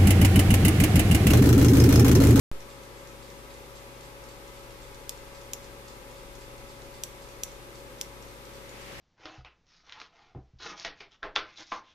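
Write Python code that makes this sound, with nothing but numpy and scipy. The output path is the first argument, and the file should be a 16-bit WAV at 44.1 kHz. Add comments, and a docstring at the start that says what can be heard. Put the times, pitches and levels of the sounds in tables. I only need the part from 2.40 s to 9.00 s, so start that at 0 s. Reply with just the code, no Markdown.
"""At a workshop bench, a hand-held snap switch is clicked five times, starting and stopping a small fan.
Each click is a train of contact impacts exciting the damped modes of the housing and spring. Left on at
last, the fan gathers speed until its air noise is heard. Two clock escapements tick faintly, a distant
induction motor hums, and a very deep drone swells and fades over the room's air.
The microphone wakes with a soft thump."""
import sys
import numpy as np
from scipy import signal
from scipy.fft import rfft, irfft
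from scipy.io import wavfile
from scipy.ndimage import uniform_filter1d, map_coordinates

SR = 44100
rng = np.random.default_rng(int(sys.argv[2]) if len(sys.argv) > 2 else 0)


def master_out(mix):
    """Clip the mix to full scale and print it as 16-bit PCM to the path in sys.argv[1]."""
    frames = np.transpose(np.atleast_2d(mix))
    ceiling = np.clip(frames, -1, 1)
    pcm = np.round(ceiling * 32767).astype(np.int16)
    wavfile.write(sys.argv[1], SR, pcm)


N = 291060
T = np.arange(N) / SR
ROOM_T60_S = 0.27

# snaps: landing_s, relative_level_db, first_flight_s, release_re_landing_db, brightness_db_per_octave
SNAPS = [(2.6937, -11, 0.00031, -4, -1), (3.1341, -9, .00042, -9, 0.8), (4.6361, -9, 0.00035, -12, -1),
         (5.0348, -8.5, 0.000342, -1, 1.2), (5.6124, -8.5, 0.000377, -17, -2.5)]
# modes of the housing and of the spring, closed and open: pitch_hz, bandwidth_hz, left_db, right_db
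HOUSING_MODES = [(1900, 1240, -10.5, -20), (2900, 540, -2, -10.5), (3520, 650, -2.5, -14),
                 (4460, 520, -10, -3.5), (5070, 440, -3, -13), (5660, 440, 6, 4.5), (6220, 640, -7, 4.5),
                 (7200, 850, -4, 0), (7910, 480, -12, -1.5), (10230, 1800, -10, -4.5),
                 (12500, 1040, -0.5, -7), (14200, 900, -1, -3)]
CLOSED_SPRING_MODES = [(4750, 360, -4.5, 1), (7800, 88, -11, 4), (8240, 60, -4, 9.5),
                       (9250, 810, -14, -6.5), (12800, 1100, -2.5, -5)]
OPEN_SPRING_MODES = [(6550, 80, -9, -9), (7100, 60, -5, 5), (6800, 290, -13, -11), (7290, 32, -1, 11),
                     (10640, 55, -6, 6), (13500, 50, -3, -2), (13800, 460, -1, -4)]
# early reflections: delay_s, left_db, right_db
REFLECTIONS = [(.0012, -10, -27), (.0037, -33, -13), (.0052, -29, -15), (.0083, -27, -19)]
def switch(gain_db=7.5, left_lag_s=.00003, wall_cut_hz=13000, bench_db=-10.0, room_db=-12.5):
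    """Impact excitation: the contact rings housing and spring; bench and room reflect a duller snap."""
    direct, size = np.zeros((2, N)), SR // 5
    for k, (landing_s, db, flight_s, release_db, bright_db) in enumerate(SNAPS):
        force = from_db(db + gain_db) * contact(flight_s, release_db, size)
        spring = OPEN_SPRING_MODES if k % 2 else CLOSED_SPRING_MODES
        snap = resonate(force, HOUSING_MODES, bright_db) + resonate(force, spring, bright_db)
        start = round((landing_s - flight_s) * SR)
        direct[:, start:start + size] += snap
    # the switch lies slightly nearer the microphone's right port
    lag = np.exp(-2j * np.pi * np.fft.rfftfreq(N, 1 / SR) * left_lag_s)
    direct[0] = irfft(rfft(direct[0]) * lag, N)
    dull = signal.sosfilt(signal.butter(2, wall_cut_hz, fs=SR, output="sos"), direct)
    early = sum(np.roll(dull, round(delay_s * SR), axis=1) * from_db([[left_db], [right_db]])
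                for delay_s, left_db, right_db in REFLECTIONS)
    bench = from_db(bench_db) * reverberate(dull, t60_s=0.038, delay_s=.001)
    room = from_db(room_db) * reverberate(dull, ROOM_T60_S, delay_s=0.0044)
    return direct + early + bench + room


def contact(flight_s, release_db, size, restitution=.8, bounce_db=-4.5):
    """Inelastic rebound: once released, the contact lands with ever shorter flights and weaker knocks."""
    force = np.zeros(size)
    force[0] = from_db(release_db)
    knocks = np.arange(6)
    landings = np.cumsum(flight_s * restitution ** knocks) * SR
    for landing, db in zip(landings, bounce_db * knocks):
        force[:SR // 100] += from_db(db) * np.sinc(np.arange(SR // 100) - landing)
    return force


# spectrum of the air off the blades: frequency_hz, relative_density_db
BLADE_NOISE = [(60, -91), (160, -78), (400, -88), (800, -87), (1300, -84.5), (2100, -80.5), (2900, -84.5),
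               (3700, -89), (5000, -90.5), (7000, -95.5), (9000, -103), (14000, -110)]
def fan(spin_up_s=1.5, coast_s=0.84, exponent=4.7, gain_db=2.5):
    """Aerodynamic noise grows as a steep power of blade speed, so the short runs stay unheard."""
    speed = np.zeros(N)
    for k, snap in enumerate(SNAPS):
        start = round(snap[0] * SR)
        goal, lag_s = (0, coast_s) if k % 2 else (1, spin_up_s)   # each snap toggles the power
        speed[start:] = goal + (speed[start] - goal) * np.exp(-T[:N - start] / lag_s)
    return from_db(gain_db) * (speed / speed.max()) ** exponent * diffuse_noise(BLADE_NOISE)


# escapement timing: first_tick_s, period_s, tock_delay_s
QUICK_BEAT = (0.2037, 0.46834, 0.229)
SLOW_BEAT = (0.2914, 0.53106, 0.2777)
# modes of the clock cases: pitch_hz, bandwidth_hz, left_db, right_db
QUICK_CASE_MODES = [(3960, 1000, -15.5, -23), (5780, 350, -22, -10), (6900, 370, -20, -12),
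                    (8600, 650, -36, -22)]
SLOW_CASE_MODES = [(3540, 550, -11, -17), (4680, 550, -13.5, -8.5), (6100, 760, -20, -12),
                   (7530, 190, -24, -4.5), (8170, 400, -24, -17)]
def clock(beat, case_modes, gain_db, rattle_t60_s, room_db, spread_db=0.6):
    """Forced vibration: each beat drives the case with a decaying run of tiny random impacts."""
    force = np.zeros(N)
    for start_s, db in escapement(*beat):
        start = round(start_s * SR)
        size = min(SR // 5, N - start)
        strength = from_db(db + gain_db + spread_db * rng.standard_normal())
        impacts = rng.standard_normal(size) * from_db(-60 * T[:size] / rattle_t60_s)
        force[start:start + size] += strength * impacts / np.linalg.norm(impacts)
    rattle = resonate(force, case_modes)
    return rattle + from_db(room_db) * reverberate(rattle, ROOM_T60_S, delay_s=0.0047)


def escapement(first_tick_s, period_s, tock_delay_s, tock_db=-1.5):
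    """Periodic release: a tick and a tock per cycle, unevenly spaced, as rows of start_s, level_db."""
    beats = []
    for tick_s in np.arange(first_tick_s, T[-1], period_s):
        beats += [(tick_s, 0), (tick_s + tock_delay_s, tock_db)]
    return [(start_s, db) for start_s, db in beats if start_s < T[-1]]


# motor partials: shaft_order, sideband_number, relative_level_db, pan_left_db, left_lead_rad
MOTOR_PARTIALS = [(1, 0, -54.0, 6.0, 0.0), (0, 1, -57.0, 5.0, -0.3), (3, 0, -67.0, 5.0, -0.0),
                  (2, 1, -72, 3, -0.2), (0, 2, -66.0, 4.0, -0.5), (3, 1, -68.0, 4.0, -0.0),
                  (1, 2, -70.0, 1.0, -0.0), (6, 0, -72, 2, -0.2), (4, 1, -68.0, 2.0, -0.4),
                  (7, 0, -61.0, -3.0, -0.1), (5, 1, -64.0, 3.0, -0.4), (10, -1, -71, -3, 0.3),
                  (3, 2, -66.0, -1.0, 0.4), (8, 0, -63.0, -4.0, 0.8), (1, 3, -71.0, 2.0, 0.4),
                  (6, 1, -69.0, 2.0, 0.3), (11, -1, -67.0, 4.0, -0.1), (4, 2, -72.0, 3.0, 0.1),
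                  (9, 0, -69.0, 0.0, -0.4), (7, 1, -69.0, 10.0, 0.7), (5, 2, -72.0, 7.0, -0.0),
                  (10, 0, -62.0, 8.0, -0.2), (8, 1, -66.0, 5.0, -0.0), (11, 0, -54.0, 5.0, -0.0),
                  (17, 0, -60.0, 6.0, 2.0), (17, 1, -59.0, -0.0, 2.0), (17, 2, -75.0, 10.0, -0.1),
                  (22, 0, -67.0, 13.0, 3.1), (23, 0, -74.0, 9.0, 0.3), (34, 0, -76.0, 9.0, 1.2)]
def motor(shaft_hz=50.463, mains_hz=60, gain_db=-1.03, waver_db=0.48, slip_s=.00008, spread_turns=.55):
    """Modulation: magnetic pull at twice the mains frequency gives the shaft harmonics sidebands."""
    shaft_time = T + slip_s * uniform_filter1d(drift(rate_hz=1.41), size=400)
    hum = np.zeros((2, N))
    for order, sideband, db, pan_db, lead_rad in MOTOR_PARTIALS:
        turns = order * shaft_hz * shaft_time + sideband * 2 * mains_hz * T
        turns += spread_turns * rng.random()   # partly in step, so their beats make the hum flutter
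        phase = 2 * np.pi * turns + lead_rad * np.array([[.5], [-.5]])
        rms = from_db(db + gain_db + waver_db * drift(rate_hz=2.92))
        hum += np.sqrt(2) * rms * panned(pan_db) * np.sin(phase)
    return hum


# glide of the drone: time_s, pitch_hz
DRONE_GLIDE = [(1.3, 42), (2.0, 36.5), (2.8, 29.5), (3.5, 28.2), (4.0, 32.6), (4.4, 29.1), (4.6, 29.96),
               (4.82, 27.7), (5.05, 31.1), (5.4, 40)]
def drone(mode_hz=32, bandwidth_hz=3.8, resonance_db=-54.5, pan_db=2.0, fade_s=.15):
    """Resonance: a faint, deep, gliding tone swells whenever its pitch crosses a mode of the room."""
    time_s, pitch_hz = np.transpose(DRONE_GLIDE)
    hz = np.interp(T, time_s, pitch_hz)
    fade = np.clip(np.minimum(T - time_s[0], time_s[-1] - T) / fade_s, 0, 1)
    rms = fade * from_db(resonance_db) / np.hypot(1, 2 * (hz - mode_hz) / bandwidth_hz)
    return np.sqrt(2) * rms * np.sin(2 * np.pi * np.cumsum(hz) / SR) * panned(pan_db)


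# spectrum of the room's air: frequency_hz, density_db
AIR_NOISE = [(20, -78.5), (70, -79.5), (150, -81.5), (300, -82), (480, -84), (680, -88.5), (800, -83),
             (1450, -87.5), (2300, -90), (3500, -91.5), (5300, -94), (7300, -96.5), (9000, -97),
             (14500, -99)]
# resonances of the motor's casing: pitch_hz, bandwidth_hz, boost_db
CASING_MODES = [(546, 130, 8), (830, 7.7, 0.5), (1170, 36, 5), (1287, 40, 8), (1595, 36, 6),
                (1850, 25, 3.5), (2043, 36, 9), (2212, 47, 7.5), (2495, 100, 5), (2747, 13, 9),
                (3330, 29, 5), (3570, 89, 3.5)]
def room_air():
    """Resonant colouring: the motor's casing raises peaks in the steady noise of the room."""
    return diffuse_noise(AIR_NOISE, CASING_MODES)


# likeness of left and right: frequency_hz, correlation
COHERENCE = [(50, 0), (270, 0.6), (520, 0.7), (740, 0.32), (1200, 0), (14000, 0)]
# balance of the room sound: frequency_hz, pan_left_db
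BALANCE = [(60, 8), (270, 2.5), (600, 2.5), (740, 0.5), (1200, 5), (1900, 0), (2600, 4.5), (3300, 0.5),
           (4400, 1), (6200, -2.5), (7400, -2), (9000, 0.3), (14000, .4)]
def diffuse_noise(spectrum, peaks=()):
    """Spatial coherence: a diffuse field is partly alike on both sides at long wavelengths only."""
    hz = np.arange(N // 2 + 1) * SR / N
    peaks_db = sum(db / (1 + (2 * (hz - centre) / width) ** 2) for centre, width, db in peaks)
    gain = from_db(at_hz(spectrum, hz) + peaks_db) * panned(at_hz(BALANCE, hz))
    coherence = at_hz(COHERENCE, hz)
    mid, side = rfft(rng.standard_normal((2, N)))
    pair = np.sqrt(1 + coherence) * mid + np.sqrt(1 - coherence) * side * [[1], [-1]]
    return irfft(pair * gain, N) * np.sqrt(SR) / 2


def resonate(force, modes, bright_db=0):
    """Modal superposition: damped modes add in alternating polarity, each with its own stereo gains."""
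    out = 0
    for k, (hz, width_hz, left_db, right_db) in enumerate(modes):
        radius = np.exp(-np.pi * width_hz / SR)
        numerator = np.array([1, 0, -1]) * (1 - radius ** 2) / 2
        denominator = [1, -2 * radius * np.cos(2 * np.pi * hz / SR), radius ** 2]
        ring = signal.lfilter(numerator, denominator, force + 1e-18)
        tilt_db = bright_db * np.log2(hz / 6000)
        out = out + (-1) ** k * ring * from_db(np.array([[left_db], [right_db]]) + tilt_db)
    return out


def reverberate(sound, t60_s, delay_s):
    """Reverberation: dense reflections of unit energy decay exponentially, different on each side."""
    t = T[:SR // 2]
    tail = rng.standard_normal((2, len(t))) * from_db(-60 * t / t60_s) * (t > delay_s)
    tail /= np.linalg.norm(tail, axis=1, keepdims=True)
    return signal.fftconvolve(sound, tail, axes=1)[:, :N]


def drift(rate_hz):
    """Slow random fluctuation with a spread near 1."""
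    knots = rng.standard_normal(200)
    return map_coordinates(knots, [T[::100] * rate_hz + 2], order=3, mode="wrap").repeat(100)[:N]


def panned(pan_db):
    """Constant-power panning: left and right gains of mean power 1."""
    gains = from_db(np.array([[.5], [-.5]]) * pan_db)
    return gains / np.sqrt(np.mean(gains ** 2, axis=0))


def at_hz(points, hz):
    """Interpolation on a log-frequency axis."""
    frequency_hz, value = np.transpose(points)
    return np.interp(np.log(hz + 1e-3), np.log(frequency_hz), value)


def from_db(db):
    """Decibels to amplitude ratio."""
    return 10 ** (np.asarray(db) / 20)


def scene():
    """Superposition: switch and fan close by; clocks, motor, drone and air behind them."""
    quick = clock(QUICK_BEAT, QUICK_CASE_MODES, gain_db=-3.0, rattle_t60_s=0.027, room_db=-1.5)
    slow = clock(SLOW_BEAT, SLOW_CASE_MODES, gain_db=-5.0, rattle_t60_s=0.25, room_db=-2.0)
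    return switch() + fan() + quick + slow + motor() + drone() + room_air()


def record(dry):
    """Step response: the microphone wakes with a jump in bias that leaks away; a low-pass cuts the top."""
    wake_s, leak_s, cutoff_hz = 0.1152, 0.044, 14550
    awake = T >= wake_s
    thump = 0.05 * np.exp(-np.maximum(T - wake_s, 0) / leak_s)
    low_pass = signal.ellip(12, .1, 70, cutoff_hz, fs=SR, output="sos")
    return signal.sosfilt(low_pass, awake * (dry + thump))


dry = scene()
out = record(dry)
master_out(out)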